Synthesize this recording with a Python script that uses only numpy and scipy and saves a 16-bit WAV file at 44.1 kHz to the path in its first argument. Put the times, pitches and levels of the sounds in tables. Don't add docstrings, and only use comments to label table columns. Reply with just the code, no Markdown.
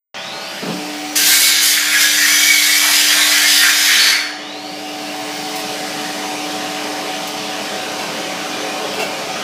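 import sys
import numpy as np
from scipy import signal
from scipy.fft import rfft, irfft, next_fast_len
from scipy.io import wavfile
from scipy.ndimage import uniform_filter1d, minimum_filter1d, map_coordinates

SR = 44100
rng = np.random.default_rng(int(sys.argv[2]) if len(sys.argv) > 2 else 0)


def store_pcm(level_fs):
    pcm = np.round(np.clip(level_fs, -1, 1) * 32767).astype(np.int16)
    wavfile.write(sys.argv[1], SR, np.atleast_2d(pcm).T)


N = 415863
TIME = np.arange(N) / SR
MIC_ON_S = 0.1428


# (time [s], rasp level [dB], fizz level [dB])
STEADY_CONTACT = [(1.17, -16.5, -14.5), (1.55, -11, -16.5), (1.9, -13, -17), (2.3, -9.5, -11.5),
                  (3.6, -9, -12.5), (3.82, -8.5, -13.5), (4.06, -8, -15.5)]
# (start [s], end [s], rasp level [dB], fizz level [dB])
EDGE_SKIMS = [(1.14, 1.195, -26, -21), (1.245, 1.37, -18, -10.5), (1.375, 1.48, -13, -9.5),
              (1.605, 1.73, -22, -10), (1.985, 2.03, -16, -11), (2.91, 2.99, -11, -19),
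              (3.48, 3.64, -12, -14.5)]
# (frequency [Hz], relative level [dB])
RASP_COLOUR = [(1530, -24), (2600, -4.5), (2820, -4), (3720, 1), (4220, -3.5), (4930, 1), (5600, -7),
               (6150, -4), (8000, -14.5), (10400, -15.5), (17600, -120)]
FIZZ_COLOUR = [(4410, -5.5), (7500, -4.5), (8800, -9), (10900, -6.5), (12800, -9), (15200, -13)]

def grinding(mesh_hz, touch_s=1.153, lift_s=4.101, turns_per_tooth=0.021):
    rasp_db, fizz_db = curves(STEADY_CONTACT)
    steady_rasp = amp(rasp_db) * fading(lift_s, t60=0.67)
    steady_fizz = amp(fizz_db) * fading(lift_s, t60=0.45)
    skim_rasp, skim_fizz = strokes(EDGE_SKIMS, attack_s=0.029, t60=0.42)
    turn = np.sin(2 * np.pi * np.cumsum(mesh_hz * turns_per_tooth) / SR)
    contact = amp(-0.5 * turn + 0.4 * wobble(70) + 1.5 * wobble(2500))
    grit = lambda: unit(contact * noise(patchy_db=2.5))
    steel = ringing_steel(grit, steady_rasp, mesh_hz)
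    walls = lambda x: workshop(x, t60=0.45, wet_db=-3.5)
    rasp = np.hypot(steady_rasp, skim_rasp) * walls(coloured(grit(), RASP_COLOUR))
    fizz = np.hypot(steady_fizz, skim_fizz) * walls(coloured(grit(), FIZZ_COLOUR))
    return (steel + rasp + fizz) * ramp(touch_s, 0.009)


# (start [s], end [s], ring level [dB], growl level [dB])
DEEP_DIGS = [(1.26, 1.34, -18, -32), (1.74, 1.83, -14, -43), (1.9, 2.05, -12, -46),
             (2.15, 2.29, -14.5, -35), (2.79, 2.92, -20, -22.5), (3.07, 3.22, -13, -22),
             (3.255, 3.43, -13.5, -24.5), (3.6, 3.72, -7.5, -23.5), (3.86, 4.0, -6.5, -40),
             (4.03, 4.165, -11, -26)]
# (frequency [Hz], width [Hz], relative level [dB])
STEEL_NOTES = [(1236, 54, -10.5), (1410, 3.4, 3.5), (1580, 3.7, 8), (1675, 8, 4), (1776, 23, 2),
               (1855, 19, 4), (1960, 76, 1), (2129, 16.5, 4.5), (2260, 37, -2), (2400, 15, -4.5)]
# (frequency [Hz], relative level [dB])
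GROWL_COLOUR = [(480, -28), (650, 0.5), (850, 3), (1050, 3), (1260, 6.5), (1500, -4)]

def ringing_steel(grit, steady_rasp, mesh_hz, ring_db=-6, growl_db=-21):
    dig_ring, dig_growl = strokes(DEEP_DIGS, attack_s=0.034, t60=0.67)
    best_band = [(1400, 0), (2450, 0)]
    notes = coloured(resonant(grit(), STEEL_NOTES), best_band)
    scrape = amp(-7) * coloured(grit(), best_band)
    ring = np.hypot(amp(ring_db) * steady_rasp, dig_ring) * unit(notes + scrape)
    sputter = chatter(mesh_hz)
    growl_gain = np.hypot(amp(growl_db) * steady_rasp, dig_growl)
    growl = growl_gain * workshop(coloured(grit(), GROWL_COLOUR), t60=0.46, wet_db=2.0)
    return ring + sputter + growl


def chatter(mesh_hz, start_s=2.17, end_s=2.84):
    gain = amp(-12.5) * ramp(start_s, 0.1) * fading(end_s, t60=0.45)
    return gain * tone(mesh_hz, rough=0.95, width_hz=170)


# (start [s], end [s], frequency [Hz], level [dB])
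CAUGHT_NOTES = [(1.25, 1.7, 6140, -25), (1.25, 1.6, 7000, -26), (1.295, 1.578, 2220, -20),
                (1.738, 1.827, 1770, -26), (1.932, 2.07, 1674, -13), (1.955, 2.415, 5990, -17),
                (2.462, 2.535, 2262, -9), (2.933, 3.038, 4950, -18), (3.495, 3.591, 4970, -18),
                (3.622, 3.68, 5900, -18.5), (3.98, 4.1, 4430, -10.5), (4.023, 4.1, 4350, -26)]

def squeals():
    out = np.zeros(N)
    for start, end, hz, db in CAUGHT_NOTES:
        wavering = tone(hz, rough=0.55 * fading(end, t60=0.3), width_hz=50)
        out += amp(db) * ramp(start, 0.029) * fading(end, t60=0.73) * wavering
    return out


FREE_HZ = 6245
# (time [s], gear mesh rate [Hz])
STRAINING_SPEED = [(2.15, 1880), (2.24, 1896), (2.3, 2220), (2.52, 2280), (2.62, 2124), (2.78, 2293)]

def grinder_speed(opening_hz=3050, bog_s=1.3, freed_s=4.265, lag_s=0.485):
    run_up = lambda start, hz: FREE_HZ + (hz - FREE_HZ) * np.exp(-np.maximum(TIME - start, 0) / lag_s)
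    straining_hz, = curves(STRAINING_SPEED)
    bogged = ramp(bog_s, 0.4)
    return (1 - bogged) * run_up(MIC_ON_S, opening_hz) + bogged * run_up(freed_s, straining_hz)


# (time [s], rush level [dB], hiss level at free speed [dB])
FAN_LEVELS = [(1.1, -30.5, -31.5), (4.4, -28, -29.5), (5.8, -28.5, -30), (7.0, -27.5, -32),
              (9.2, -27.5, -33)]
# (frequency [Hz], relative level [dB])
RUSH_COLOUR = [(530, -44), (900, -3.5), (977, -6), (1590, -8.5), (1720, -1.5), (2130, -3), (2290, 2),
               (2580, -2.5), (2950, -0.5), (3580, -5.5), (6080, -9), (8000, -26.5), (10400, -48),
               (17600, -120)]
HISS_COLOUR = [(3500, -8), (5000, -7), (6200, -12.5), (7900, -13), (9500, -16.5), (11800, -19.5),
               (15400, -25.5)]

def grinder_motor(mesh_hz, housing_hz=3900, housing_width_hz=1050, whistle_ratio=2.595):
    rush_db, hiss_db = curves(FAN_LEVELS)
    rush = amp(rush_db) * workshop(coloured(noise(patchy_db=2.0), RUSH_COLOUR), t60=0.16, wet_db=-7.0)
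    hiss = amp(hiss_db) * (mesh_hz / FREE_HZ) ** 2.3 * coloured(noise(patchy_db=1.0), HISS_COLOUR)
    housing_gain = np.exp(-((mesh_hz - housing_hz) / housing_width_hz) ** 2)
    breathy_tone = tone(mesh_hz, rough=0.5, width_hz=380)
    whine = amp(rush_db - 13.5) * workshop(housing_gain * breathy_tone, t60=1.0, wet_db=-1)
    fast = np.clip((mesh_hz - 3800) / 2000, 0, 1)
    gear_tone = amp(-46) * fast ** 2 * tone(mesh_hz, rough=0.55, width_hz=27)
    whistle = amp(-48) * np.sqrt(fast) * tone(mesh_hz * whistle_ratio, rough=0.81, width_hz=320)
    return rush + hiss + whine + gear_tone + whistle


# (frequency [Hz], base level [dB])
PUMP_TONES = [(581.4, -38), (651.4, -36.5), (775.2, -37.5), (872.1, -46), (1157, -45), (1459, -38),
              (2611, -42)]
# (time [s], level change [dB])
PUMP_LOADING = [(0.58, -3.5), (0.8, -16), (9.43, -11.5)]

def pump():
    load_db, = curves(PUMP_LOADING)
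    return amp(load_db) * sum(amp(db) * tone(hz, rough=0.083, width_hz=15) for hz, db in PUMP_TONES)


# (time [s], hum level [dB], gearbox level [dB])
DRIVE_LEVELS = [(0.9, -30.5, -33.5), (1.28, -31, -34.5), (1.42, -36, -37.5), (2.2, -30, -37.5),
                (3.4, -28.5, -32), (4.05, -33, -34), (4.9, -29.5, -29), (5.8, -34, -30), (6.5, -31, -29),
                (7.5, -36, -30.5), (8.25, -35.5, -33.5), (8.75, -35, -30), (9.4, -45, -33)]
# (frequency [Hz], relative level [dB])
GEARBOX_TONES = [(434, -8), (598, -14), (651, -7), (748, -1.5), (768, -8)]

def drive(start_s=0.64, hum_hz=298.8):
    hum_db, gears_db = curves(DRIVE_LEVELS)
    hum = amp(hum_db) * tone(hum_hz, rough=0.0055, width_hz=9.9)
    gears = amp(gears_db) * sum(amp(db) * tone(hz, rough=0.24, width_hz=28) for hz, db in GEARBOX_TONES)
    return (hum + gears) * ramp(start_s, 0.067)


# (frequency [Hz], relative level [dB])
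RUMBLE_COLOUR = [(25, -34), (50, -26), (90, -20.5), (120, -8.5), (160, -3.5), (200, 4), (240, -4.5),
                 (290, -4)]
ROLLING_COLOUR = [(150, -52), (250, -7), (400, 1), (520, -1), (610, 0.5), (700, 0.5), (780, 0.5), (860, 0),
                  (1100, -6.5), (1600, -6.5)]

def rollers(approach_db_per_s=0.896):
    near_db = approach_db_per_s * TIME
    rumble = amp(-44 + near_db) * coloured(noise(patchy_db=1.4), RUMBLE_COLOUR)
    flutter = noise(patchy_db=2.5) * amp(1.54 * wobble(60))
    rolling = amp(-36 + near_db) * workshop(coloured(flutter, ROLLING_COLOUR), t60=0.67, wet_db=0.5)
    return rumble + rolling


# (time [s], level [dB], rise time [s], fade time [s])
FRAME_BLOWS = [(0.614, -22, 0.024, 0.62), (0.675, -27.5, 0.0088, 0.45)]
# (frequency [Hz], relative level [dB])
FRAME_COLOUR = [(40, -29), (110, -20), (180, 9), (240, 2), (330, -2), (500, 1), (800, -11), (1500, -12),
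                (3000, -33), (8000, -60)]

def frame_thuds():
    gain = sum(amp(db) * ramp(s, rise) * fading(s + rise, t60) for s, db, rise, t60 in FRAME_BLOWS)
    return gain * coloured(rng.standard_normal(N), FRAME_COLOUR)


# (time [s], level [dB], fade time [s])
SHEET_KNOCKS = [(7.98, -27, 0.6), (8.93, -30, 0.3), (8.99, -20.5, 0.28)]
# (frequency [Hz], width [Hz], relative level [dB])
SHEET_NOTES = [(665, 70, 4), (830, 70, -6), (1300, 300, -17), (2260, 90, 0), (2690, 50, 5),
               (4000, 1200, -16)]

def sheet_clanks():
    gain = sum(amp(db) * ramp(s, 0.01) * fading(s + 0.03, t60) for s, db, t60 in SHEET_KNOCKS)
    return gain * resonant(rng.standard_normal(N), SHEET_NOTES)


# (time [s], level [dB], fade time [s])
EDGE_SCRAPES = [(5.555, -26, 0.16), (5.592, -33, 0.12), (7.27, -28, 0.14), (8.925, -38, 0.18),
                (9.0, -45, 0.2)]
# (frequency [Hz], relative level [dB])
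EDGE_COLOUR = [(1000, -25), (2200, 4), (5000, 4), (9000, -2), (13000, -1), (15400, 0)]

def edge_ticks():
    gain = sum(amp(db) * ramp(s, 0.0028) * fading(s + 0.0079, t60) for s, db, t60 in EDGE_SCRAPES)
    return gain * coloured(rng.standard_normal(N), EDGE_COLOUR)


def workshop(x, t60, wet_db):
    t = TIME[:SR // 2]
    tail = rng.standard_normal(len(t)) * np.exp(-np.log(1000) * t / t60)
    return unit(x + amp(wet_db) * signal.fftconvolve(x, tail / np.linalg.norm(tail))[:N])


def amp(db):
    return 10 ** (np.asarray(db) / 20)


def unit(x):
    return x / np.sqrt(np.mean(x ** 2) + 1e-20)


def curves(rows):
    times, *columns = np.transpose(rows)
    return [np.interp(TIME, times, column) for column in columns]


def wobble(rate):
    return map_coordinates(rng.standard_normal(N // 16), [TIME * rate], mode="mirror")


def ramp(start_s, length_s):
    return np.clip((TIME - start_s) / length_s, 0, 1)


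def fading(start_s, t60):
    return np.exp(-np.log(1000) * np.maximum(TIME - start_s, 0) / t60)


def strokes(rows, attack_s, t60):
    gains = (np.outer(amp(db), ramp(start, attack_s) * fading(end, t60)) for start, end, *db in rows)
    return np.sqrt(sum(gain ** 2 for gain in gains))


def filtered(x, response):
    size = next_fast_len(N + SR // 2)
    return irfft(rfft(x, size) * response(np.fft.rfftfreq(size, 1 / SR)), size)[..., :N]


def coloured(x, points):
    freqs, db = np.transpose(points)
    octaves = lambda hz: np.log2(hz + 1)
    beyond = lambda hz: np.abs(octaves(hz) - octaves(np.clip(hz, freqs[0], freqs[-1])))
    response = lambda hz: amp(np.interp(octaves(hz), octaves(freqs), db) - 39 * beyond(hz))
    return unit(filtered(x, response))


def resonant(x, notes):
    peak = lambda f, hz, width: 1j * f * width / (hz * hz - f * f + 1j * f * width)
    return unit(filtered(x, lambda f: sum(amp(db) * peak(f, hz, width) for hz, width, db in notes)))


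def noise(patchy_db):
    spectra = signal.stft(rng.standard_normal(N), nperseg=1024)[2]
    patches = uniform_filter1d(rng.standard_normal(spectra.shape), size=6, axis=0)
    patches = uniform_filter1d(patches, size=12, axis=1)
    return unit(signal.istft(spectra * amp(patchy_db * unit(patches)), nperseg=1024)[1][:N])


def tone(hz, rough, width_hz):
    swing = np.sqrt(1 - rough) + np.sqrt(rough / 2) * (wobble(width_hz) + 1j * wobble(width_hz))
    phase = 2 * np.pi * np.cumsum(np.broadcast_to(hz, N)) / SR
    return np.sqrt(2) * np.real(swing * np.exp(1j * phase))


def scene():
    mesh_hz = grinder_speed()
    grinder = grinding(mesh_hz) + squeals() + grinder_motor(mesh_hz)
    roll_former = pump() + drive() + rollers() + frame_thuds() + sheet_clanks() + edge_ticks()
    mono = grinder + roll_former
    return np.array([mono, mono])


def gain_control(x, threshold_db=-19.5, cut_share=0.43, attack_s=0.15, recovery_db_per_s=5):
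    level_db = 10 * np.log10(np.abs(uniform_filter1d(x[0] ** 2, size=2205)) + 1e-12)
    cut_db = cut_share * np.maximum(level_db - threshold_db, 0)
    creep_db = recovery_db_per_s * TIME
    held_db = np.maximum.accumulate(cut_db + creep_db) - creep_db
    smoothing = np.exp(-1 / (attack_s * SR))
    return x * amp(-signal.lfilter([1 - smoothing], [1, -smoothing], held_db))


def record(dry, top_hz=15400):
    x = gain_control(dry * ramp(MIC_ON_S, 0.0016))
    needed_gain = 1 / np.maximum(np.abs(x), 1)
    limiter_gain = uniform_filter1d(minimum_filter1d(needed_gain, size=65), size=65)
    return filtered(x * limiter_gain, lambda hz: hz < top_hz)


dry = scene()
out = record(dry)
store_pcm(out)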